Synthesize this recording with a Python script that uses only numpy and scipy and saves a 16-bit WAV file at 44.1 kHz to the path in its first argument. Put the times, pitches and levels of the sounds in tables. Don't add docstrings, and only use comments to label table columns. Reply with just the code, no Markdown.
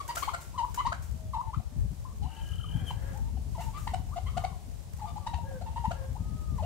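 import sys
import numpy as np
from scipy import signal
from scipy.fft import rfft, irfft, next_fast_len
from scipy.io import wavfile
from scipy.ndimage import map_coordinates

SR = 44100
rng = np.random.default_rng(int(sys.argv[2]) if len(sys.argv) > 2 else 0)


def file_out(sig):
    cols = np.atleast_2d(sig).T
    lim = np.clip(cols, -1, 1)
    pcm = np.round(lim * 32767).astype(np.int16)
    wavfile.write(sys.argv[1], SR, pcm)


N = 293265

# start_s, length_s, pitch_hz, glide_octaves, level_db, rasp_db, left_lead_rad, left_over_right_db
YELPS = [(0, 0.017, 1120, -0.16, -39, -14, -1.27, 7.5), (0.086, 0.031, 946, 0.14, -36, -10.5, -0.45, 1.5),
         (0.222, 0.017, 1086, 0.42, -38.5, -3.5, 0.66, 17.5),
         (0.275, 0.022, 988, 0.71, -34.5, -14, -0.56, 10.5),
         (0.539, 0.031, 1010, 0.35, -48.5, -37, -0.63, 6),
         (0.576, 0.077, 912.4, -0.0067, -31, -21.5, -0.49, 6.5),
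         (0.774, 0.04, 1002, 0.3, -31, -15, -1.4, 6), (0.85, 0.03, 954, 0.45, -30, -16, -0.26, 6),
         (1.333, 0.045, 910, -0.3, -35, -24, -0.73, 5), (1.381, 0.038, 950, 0.15, -36.5, -33.5, -1.3, 6),
         (1.53, 0.021, 1110, 0.52, -41.5, -18, -0.96, 7), (2.045, 0.021, 1010, 0.48, -51.5, -34, -0.84, 7),
         (2.218, 0.05, 834, 0.36, -50, -13, -0.74, 6), (2.903, 0.014, 948, -0.84, -40.5, -13, -0.17, 4.5),
         (3.547, 0.04, 898, -0.32, -48, -22, -0.019, 3), (3.577, 0.031, 678, 0.23, -42.5, -14.5, 0.6, 4),
         (3.602, 0.029, 912, 0.019, -43, -10, 0.031, 3), (3.869, 0.012, 887, 0.52, -36.5, -8, 0.54, 6),
         (3.934, 0.016, 728, 0.14, -33, -14, 0.099, 5), (4.159, 0.032, 688, 0.12, -37.5, -16, 0.36, 4),
         (4.259, 0.036, 1086, 0.35, -52, -3, -0.53, 7), (4.366, 0.019, 705, 0.25, -32.5, -12, 0.13, 4),
         (4.437, 0.018, 722, 0.23, -32, -13, 0.24, 5), (4.983, 0.027, 920, 0.7, -56, -10, -0.2, 7),
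         (5.012, 0.05, 831, -0.0071, -42, -22, 0.47, 7.5), (5.158, 0.028, 850, 0.23, -43, -20, 0.71, 5),
         (5.263, 0.016, 884, 0.2, -36, -11, 0.39, 4), (5.332, 0.017, 835, 0.39, -39, -10, 0.24, 5),
         (5.61, 0.019, 714, 0.35, -44.5, -14, 0.55, 5), (5.658, 0.035, 871, -0.069, -45, -16.5, -0.28, -1),
         (5.759, 0.027, 914, 0.00026, -36, -18, -0.5, 2), (5.839, 0.024, 885, 0.16, -31.5, -22, -0.7, 5),
         (6.15, 0.024, 838, 0.34, -49, -32, 0.92, 10), (6.581, 0.034, 890, -0.36, -43, -22.5, 0.21, 6),
         (6.621, 0.037, 682, 0.56, -39, -17, 0.42, 3)]
# start_s, length_s, pitch_hz, level_db, octave_db, rasp_db
CLUCKS = [(0.165, 0.02, 682, -36.5, 6, -8), (0.332, 0.023, 672.5, -36.5, 6, -9),
          (0.919, 0.0138, 684.5, -34, 6, -13), (5.907, 0.0154, 686, -36.5, -8.5, -13)]
# start_s, pitch_hz, level_db
PIPS = [(1.596, 712, -54.5), (2.638, 1234, -52.5), (3.368, 768, -53.5), (3.908, 906, -51),
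        (4.414, 907, -60), (5.38, 690, -49.5), (5.507, 750, -54)]
# start_s, length_s, pitch_hz, glide_octaves, level_db, huskiness_db
WHISTLES = [(1.411, 0.11, 896, -0.02, -46, -24), (2.26, 0.15, 899, 0.045, -56.5, -9),
            (2.662, 0.21, 858, -0.53, -61, -25), (3.131, 0.039, 801, 0.2, -45, -37),
            (3.196, 0.11, 897, 0.17, -59.5, -13), (3.642, 0.066, 899, -0.087, -49, -33),
            (3.734, 0.053, 1151, 0.21, -44.5, -12), (4.112, 0.03, 1110, 0.49, -51, -26),
            (4.265, 0.28, 1222, -0.28, -57, -23), (5.052, 0.06, 1209, 0.013, -51, -9),
            (5.199, 0.083, 1142, -0.055, -55.5, -16), (5.259, 0.19, 940, -0.0036, -47.5, -36),
            (5.683, 0.29, 946, 0.052, -58, -10), (6.166, 0.46, 1255, -0.014, -61, -31)]
# start_s, length_s, pitch_hz, glide_octaves, level_db, overtones_db, noise_share_0_to_1
FAR_CALLS = [(1.093, 0.33, 637, -0.025, -61, -20, .4), (1.586, 0.36, 590, -0.27, -65, -13, .4),
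             (2.233, 0.43, 807, 0.03, -77.5, 12.5, 0.5), (2.66, 0.32, 799, -0.047, -64, 8, 0.68),
             (2.93, 0.28, 548, -.1, -58, 2.5, 0.94), (5.429, 0.18, 535, -0.108, -48, -10.5, 0.55),
             (5.882, 0.24, 538.7, -.12, -52, -7.5, 0.56), (6.15, 0.59, 611, 0.072, -67, -9, 0.1)]
# time_s, pitch_hz, level_db, chirps_per_s
TRILL = [(2.22, 2870, -66.5, 52), (2.37, 3020, -60, 47), (2.52, 3003, -54, 49), (2.63, 2994, -53, 38),
         (2.72, 3046, -54.5, 44), (2.8, 3150, -53.5, 68), (2.84, 3255, -67, 42), (2.885, 3144, -41, 74),
         (2.91, 3014, -51, 59), (2.935, 3000, -72, 50)]
# start_s, level_db, rise_s, fall_by_60_db_s
SCRATCHES = [(0.077, -44, 0.0022, 0.21), (0.146, -32, 0.015, 0.019), (0.167, -38.5, 0.0076, 0.43),
             (0.391, -49, 0.025, 0.23), (0.741, -37, 0.0049, 0.044), (0.753, -46, 0.0078, 0.13),
             (1.02, -52.5, 0.0042, 0.41), (2.839, -53, 0.041, 0.38), (3.597, -50.5, 0.013, 0.55),
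             (3.762, -53.5, 0.018, 1)]
# time_s, buffet_db
WIND = [(0.0, -50), (1.15, -40), (1.52, -45.5), (1.57, -41.5), (1.67, -46), (1.85, -34), (1.97, -46),
        (2.26, -36), (2.35, -55.5), (2.44, -38.5), (4.36, -40), (4.64, -44.5), (5.86, -40), (6.65, -36)]
# start_s, peak_db
GUSTS = [(1.564, -23.5), (1.759, -24), (1.83, -29), (2.236, -28.5), (2.746, -20.5), (3.379, -25),
         (3.992, -30), (4.358, -25.5), (5.873, -22), (6.199, -23.5), (6.337, -27.5)]
# time_s, hiss_db
HUSH = [(0.0, -53), (1.31, -59.5), (3.98, -56.5), (6.65, -57.5)]

# frequency_hz, level_db_per_hz
RUMBLE_COLOUR = [(13, -44), (22, -64), (44, 0), (70, 2.5), (177, -15.5), (362, -55.5), (420, -30),
                 (550, -49), (920, -120)]
EDDY_COLOUR = [(60, -5.5), (150, -3.5), (260, -12.5), (500, -37), (1200, -92)]
GUST_COLOUR = [(25, -40), (60, 1), (150, -6.5), (260, -17.5), (500, -63), (1200, -70)]
YARD_COLOUR = [(180, -46), (300, -2.5), (485, -6), (562, -2), (836, -4.5), (970, -7.5), (1310, -15.5),
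               (1590, -17), (7920, -15.5), (15600, -25)]
LITTER_COLOUR = [(600, -5.5), (1500, 0.5), (4000, -9.5), (7000, 1), (10000, -6.5), (13500, -5.5),
                 (16000, -9)]
# frequency_hz, gain_db
THROAT = [(500, 14), (1100, 22), (1380, 18.5), (1650, 2), (2000, 18.5), (2500, 8), (3050, 18.5),
          (3500, 3.5), (3900, 11.5), (4700, 8), (5400, -3), (6300, 3), (9000, -2), (15000, -33)]
FAR_THROAT = [(500, 12), (900, 10), (1300, 4.5), (1700, 10.5), (2200, -2), (4000, -9)]
# frequency_hz, fall_by_60_db_s
ECHO = [(300, 0.98), (1000, 0.5), (3000, 0.85), (10000, 0.03)]

ATTACK_S, RELEASE_S, RING_S, CRESCENDO_DB = 0.0078, 0.0028, 0.0013, 1.5
SCOOP_OCT_PER_S = 3.27
STRAIN_DB_PER_OCT = 12
RASP_AT_S, RASP_WIDTH_S = 0.015, 0.015
BREATHY = 0.4
CRACKLE_HZ, CRACKLE_DB_PER_OCT = 4000, 10
NOTE_SCATTER_DB, RASP_SCATTER_DB, SCATTER_T60_S = -11, -0.5, 0.24
SCATTER_DB_PER_OCT = 2
CLUCK_GLIDE_OCT, CLUCK_LEFT_DB, CLUCK_LEAD_RAD = 0.302, 4.5, -0.96
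PIP_S, PIP_GLIDE_OCT, PIP_RASP_DB = 0.014, -0.19, -17
GUST_RISE_S, GUST_T60_S = 0.0087, 0.12
GUST_RMS_DB = -7.5
FAR_ARCH_OCT = 0.0466
PEEP_FALL_S = 0.035
PEEP_DROP_OCT_PER_S2 = 3
TRILL_MERGE_S = (2.69, 2.82)
CHIRP_FALL = 0.036
UNDERTONE_HZ, UNDERTONE_DB = 1320, -5.5
TOP_HZ = 15750


def amp(db):
    return 10 ** (np.asarray(db) / 20)


def unit(x):
    return x / np.sqrt(np.mean(x ** 2) + 1e-20)


def along(points, hz):
    f, v = np.transpose(points)
    return np.interp(np.log(hz + 1), np.log(f + 1), v)


def curves(rows):
    s, *cols = np.transpose(rows)
    return [np.interp(np.arange(N) / SR, s, c) for c in cols]


def wobble(rate, size=N):
    return map_coordinates(rng.standard_normal(4096), [np.arange(size) * rate / SR], mode="wrap")


def filtered(x, response):
    size = x.shape[-1]
    m = next_fast_len(size + 8192)
    return irfft(rfft(x, m) * response(np.fft.rfftfreq(m, 1 / SR)), m)[..., :size]


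def noise(colour, size=N):
    return unit(filtered(rng.standard_normal((2, size)), lambda hz: amp(along(colour, hz))))


def balance(left_db):
    return amp([[left_db / 2], [-left_db / 2]])


def ports(pair, alike, left_db):
    turn = np.arccos(np.clip(alike, -1, 1)) / 2
    mid, side = np.cos(turn) * pair[0], np.sin(turn) * pair[1]
    return np.array([mid + side, mid - side]) * balance(left_db)


def add(track, s, x):
    start = round(s * SR)
    x = x[..., max(-start, 0):max(N - start, 0)]
    track[..., max(start, 0):max(start, 0) + x.shape[-1]] += x


def cycle(hz):
    return 2 * np.pi * np.cumsum(hz) / SR


def bend(u, hz, glide, scoop):
    return hz * 2 ** (glide * (u - .5) + scoop * (2 * u - 1) ** 2)


def overtones(hz, throat, count, lead=0):
    k = np.arange(2, count + 1)[:, None]
    flicker = np.array([wobble(120, len(hz)) for _ in k])
    uneven_db = 3 * rng.standard_normal(k.shape) + 3 * flicker
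    gain = amp(along(throat, k * hz) + uneven_db)
    phase = k * cycle(hz) + rng.uniform(0, 2 * np.pi, k.shape)
    return unit(np.array([np.sum(gain * np.sin(phase + side * k * lead / 2), 0) for side in (1, -1)]))


def scatter(x, db):
    t = np.arange(SR // 8) / SR
    spray = rng.standard_normal((2, len(t))) * amp(-60 * t / SCATTER_T60_S)
    spray *= amp(db) / np.linalg.norm(spray[0])
    spray[:, 0] = 1
    return signal.fftconvolve(x, spray, axes=1)


def call(length, pitch_hz, glide, db, rasp_db, lead, left_db, octave=0, flutter_db=1.17, jitter=0.027):
    t = np.arange(int((length + 3 * RING_S) * SR)) / SR
    size, u = len(t), np.minimum(t / length, 1)
    hz = bend(u, pitch_hz, glide, SCOOP_OCT_PER_S * length)
    burst = 1 / (1 + ((t - RASP_AT_S) / RASP_WIDTH_S) ** 2)
    strain = amp(STRAIN_DB_PER_OCT * np.log2(hz / pitch_hz)) * burst
    hz = hz * (1 + jitter * wobble(471.0, size))

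    attack = np.sin(np.pi / 2 * np.minimum(t / ATTACK_S, 1))
    ring_down = np.exp(-np.maximum(t - length + RELEASE_S, 0) / RING_S)
    effort = attack * ring_down * amp(CRESCENDO_DB * u + flutter_db * wobble(240, size))

    phase = cycle(hz) + np.array([[lead / 2], [-lead / 2]])
    note = unit(effort * (np.sin(phase) + octave * np.sin(2 * phase)))
    note_scatter_db = NOTE_SCATTER_DB + SCATTER_DB_PER_OCT * np.log2(pitch_hz / 1000)
    tone = scatter(note, note_scatter_db) * balance(left_db)

    air = noise(THROAT, size=8192)[:, :size] * (1 + .6 * np.sin(cycle(hz)))
    buzz = overtones(hz, THROAT, count=13, lead=lead)
    rasp = unit(effort * strain * (np.sqrt(1 - BREATHY) * buzz + np.sqrt(BREATHY) * air))
    crackle_db = CRACKLE_DB_PER_OCT * np.log2(1000 / pitch_hz)
    rasp = filtered(rasp, lambda f: amp(crackle_db * f ** 4 / (f ** 4 + CRACKLE_HZ ** 4)))
    rasp = scatter(rasp, RASP_SCATTER_DB - crackle_db) * balance(left_db=1.0)
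    return amp(db) * np.sqrt(size / SR / length) * (tone + amp(rasp_db) * rasp)


def yelps():
    out = np.zeros((2, N))
    for s, *note in YELPS:
        add(out, s, call(*note))
    return out


def wind():
    db, = curves(WIND)
    lumps = amp(3.75 * np.array([wobble(35), wobble(35)]))
    buffet = amp(db + 3.0) * unit(lumps * noise(RUMBLE_COLOUR))
    eddies = amp(db - 15.5 + 5.6 * wobble(40)) * noise(EDDY_COLOUR)
    t = np.arange(SR // 4) / SR
    slap = np.minimum(t / GUST_RISE_S, 1) * amp(-60 * np.maximum(t - GUST_RISE_S, 0) / GUST_T60_S)
    for s, gust_db in GUSTS:
        add(eddies, s, amp(gust_db + GUST_RMS_DB) * slap * noise(GUST_COLOUR, size=len(t)))
    return ports(buffet, alike=0, left_db=8.5) + ports(eddies, alike=0.75, left_db=14.5)


def yard(rustle_db=-11):
    db, = curves(HUSH)
    hush = amp(db - 0.03) * amp(0.46 * wobble(5)) * ports(noise(YARD_COLOUR), alike=0.11, left_db=0.0)
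    shuffle = amp(3.5 * wobble(12) + 5 * wobble(300))
    return hush + amp(db + rustle_db) * shuffle * noise(LITTER_COLOUR)


def flock(yelp_db, count):
    out = np.zeros((2, N))
    for row in rng.integers(len(YELPS), size=count):
        s, length, hz, glide = YELPS[row][:4]
        u = np.linspace(0, 1, int(length * SR))
        own_hz = bend(u, hz, glide, 0) * rng.lognormal(0, 0.099)
        note = np.sin(np.pi * u) * np.sin(cycle(own_hz))
        place = amp(rng.normal(0, 2)) * balance(rng.normal(4, 4))
        add(out, s + rng.uniform(0, 0.16), amp(yelp_db) * place * note)
    return out


def scratches():
    out, t = np.zeros((2, N)), np.arange(SR // 2) / SR
    for s, db, rise, t60 in SCRATCHES:
        grit = unit(noise(LITTER_COLOUR, size=len(t)) * amp(0.27 * wobble(1100, len(t))))
        shape = np.minimum(t / rise, 1) ** 2 * amp(-60 * np.maximum(t - rise, 0) / t60)
        add(out, s, amp(db) * shape * ports(grit, alike=0.39, left_db=2.0))
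    return out


def clucks():
    out = np.zeros((2, N))
    for s, length, hz, db, octave_db, rasp_db in CLUCKS:
        cluck = call(length, hz, CLUCK_GLIDE_OCT, db, rasp_db, CLUCK_LEAD_RAD, CLUCK_LEFT_DB,
                     octave=amp(octave_db), jitter=0.056)
        add(out, s, cluck)
    return out


def far_fowl():
    out = np.zeros((2, N))
    for s, length, pitch_hz, glide, db, bright_db, hoarse in FAR_CALLS:
        size = int(length * SR)
        u = np.linspace(0, 1, size)
        waver = .013 * wobble(200, size) + .011 * wobble(30, size)
        hz = bend(u, pitch_hz, glide, -FAR_ARCH_OCT) * (1 + waver)
        clear = np.sqrt(1 - hoarse) * overtones(hz, FAR_THROAT, count=3)
        upper = clear + np.sqrt(hoarse) * noise(FAR_THROAT, size)
        voice = np.sin(cycle(hz)) + amp(bright_db) * upper
        loudness = amp(db + 2.5 * wobble(90, size)) * np.sin(np.pi * u)
        add(out, s, loudness * voice * balance(left_db=5.5))
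    return out


def swell(u, crest):
    return np.sin(np.pi * np.interp(u, [0, crest, 1], [0, .5, 1])).clip(0)


def whistles(quaver_db=2.0):
    out = np.zeros((2, N))
    for s, length, pitch_hz, glide, db, husk_db in WHISTLES:
        size = int(length * SR)
        u = np.linspace(0, 1, size)
        drop = PEEP_DROP_OCT_PER_S2 * length ** 2 * np.exp((u - 1) * length / PEEP_FALL_S)
        shakiness = np.interp(db, [-52, -44], [.011, .02])
        shake = shakiness * wobble(170, size) + .008 * wobble(18, size)
        hz = bend(u, pitch_hz, glide, 0) * 2 ** -drop * (1 + shake)
        husk = .4 * overtones(hz, THROAT, count=4) + .9 * noise(THROAT, size=size)
        voice = np.sin(cycle(hz)) + amp(husk_db) * husk
        loudness = amp(db + quaver_db * wobble(66.6, size)) * np.sqrt(swell(u, crest=.9))
        add(out, s, loudness * voice)
    return out * balance(left_db=10.5)


def pips():
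    out = np.zeros((2, N))
    for s, hz, db in PIPS:
        add(out, s, call(PIP_S, hz, PIP_GLIDE_OCT, db, PIP_RASP_DB, lead=0, left_db=7))
    return out


def gate(rows, fade):
    t = np.arange(N) / SR
    return np.clip(np.minimum(t - rows[0][0], rows[-1][0] - t) / fade, 0, 1)


def trill(sizzle_db=-17):
    hz, db, rate = curves(TRILL)
    apart = np.interp(np.arange(N) / SR, TRILL_MERGE_S, [1, .25])
    beat = cycle(rate * (1 + .26 * wobble(55))) / (2 * np.pi) % 1
    chirp = np.sin(np.pi * beat) ** 2
    waver = .014 * wobble(70) + .022 * wobble(600)
    phase = cycle(hz * (1 + apart * CHIRP_FALL * (1 - 2 * beat) + waver))
    sizzle = noise([(9900, -40), (10350, 10), (10600, 0), (11000, -40)])
    high = np.sin(phase) * balance(left_db=7.5) + amp(sizzle_db) * sizzle
    high *= 1 + apart * (1.8 * chirp - 1)

    low_tone = np.sin(cycle(UNDERTONE_HZ * (1 + .03 * wobble(60))))
    low = amp(UNDERTONE_DB + 4 * wobble(40)) * (apart * (1 - chirp)) ** 2 * low_tone
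    loudness = gate(TRILL, fade=.02) * amp(db + 1 + 2.5 * apart * wobble(60))
    chirps = loudness * (high + low * balance(left_db=7.5))
    return scatter(chirps, db=-12)[:, :N]


def echo(x, damping_hz=5000):
    hz, t, z = signal.stft(rng.standard_normal((2, SR // 2)), SR, nperseg=256)
    tail = signal.istft(z * amp(-60 * t / along(ECHO, hz)[:, None]), SR, nperseg=256)[1]
    early_boost = 1 + 2.6 * np.exp(-np.arange(tail.shape[1]) / SR / 0.035)
    tail = ports(tail * early_boost, alike=0.47, left_db=-4.0)
    tail = np.pad(tail / np.linalg.norm(tail[0]), ((0, 0), (SR // 300, 0)))
    wet = signal.fftconvolve(x, tail, axes=1)[:, :N]
    return filtered(wet, lambda f: 1 / np.sqrt(1 + (f / damping_hz) ** 2))


def scene():
    near = yelps() + clucks() + pips() + trill()
    back = whistles()
    far = far_fowl() + flock(yelp_db=-55.5, count=70)
    wet = echo(amp(-13) * near + amp(-3) * back + amp(-4) * far)
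    return near + back + far + wet + scratches() + wind() + yard()


def record(dry, low_cut_hz=37):
    return filtered(dry, lambda hz: (hz < TOP_HZ) * hz ** 4 / np.hypot(hz ** 4, low_cut_hz ** 4))


dry = scene()
out = record(dry)
file_out(out)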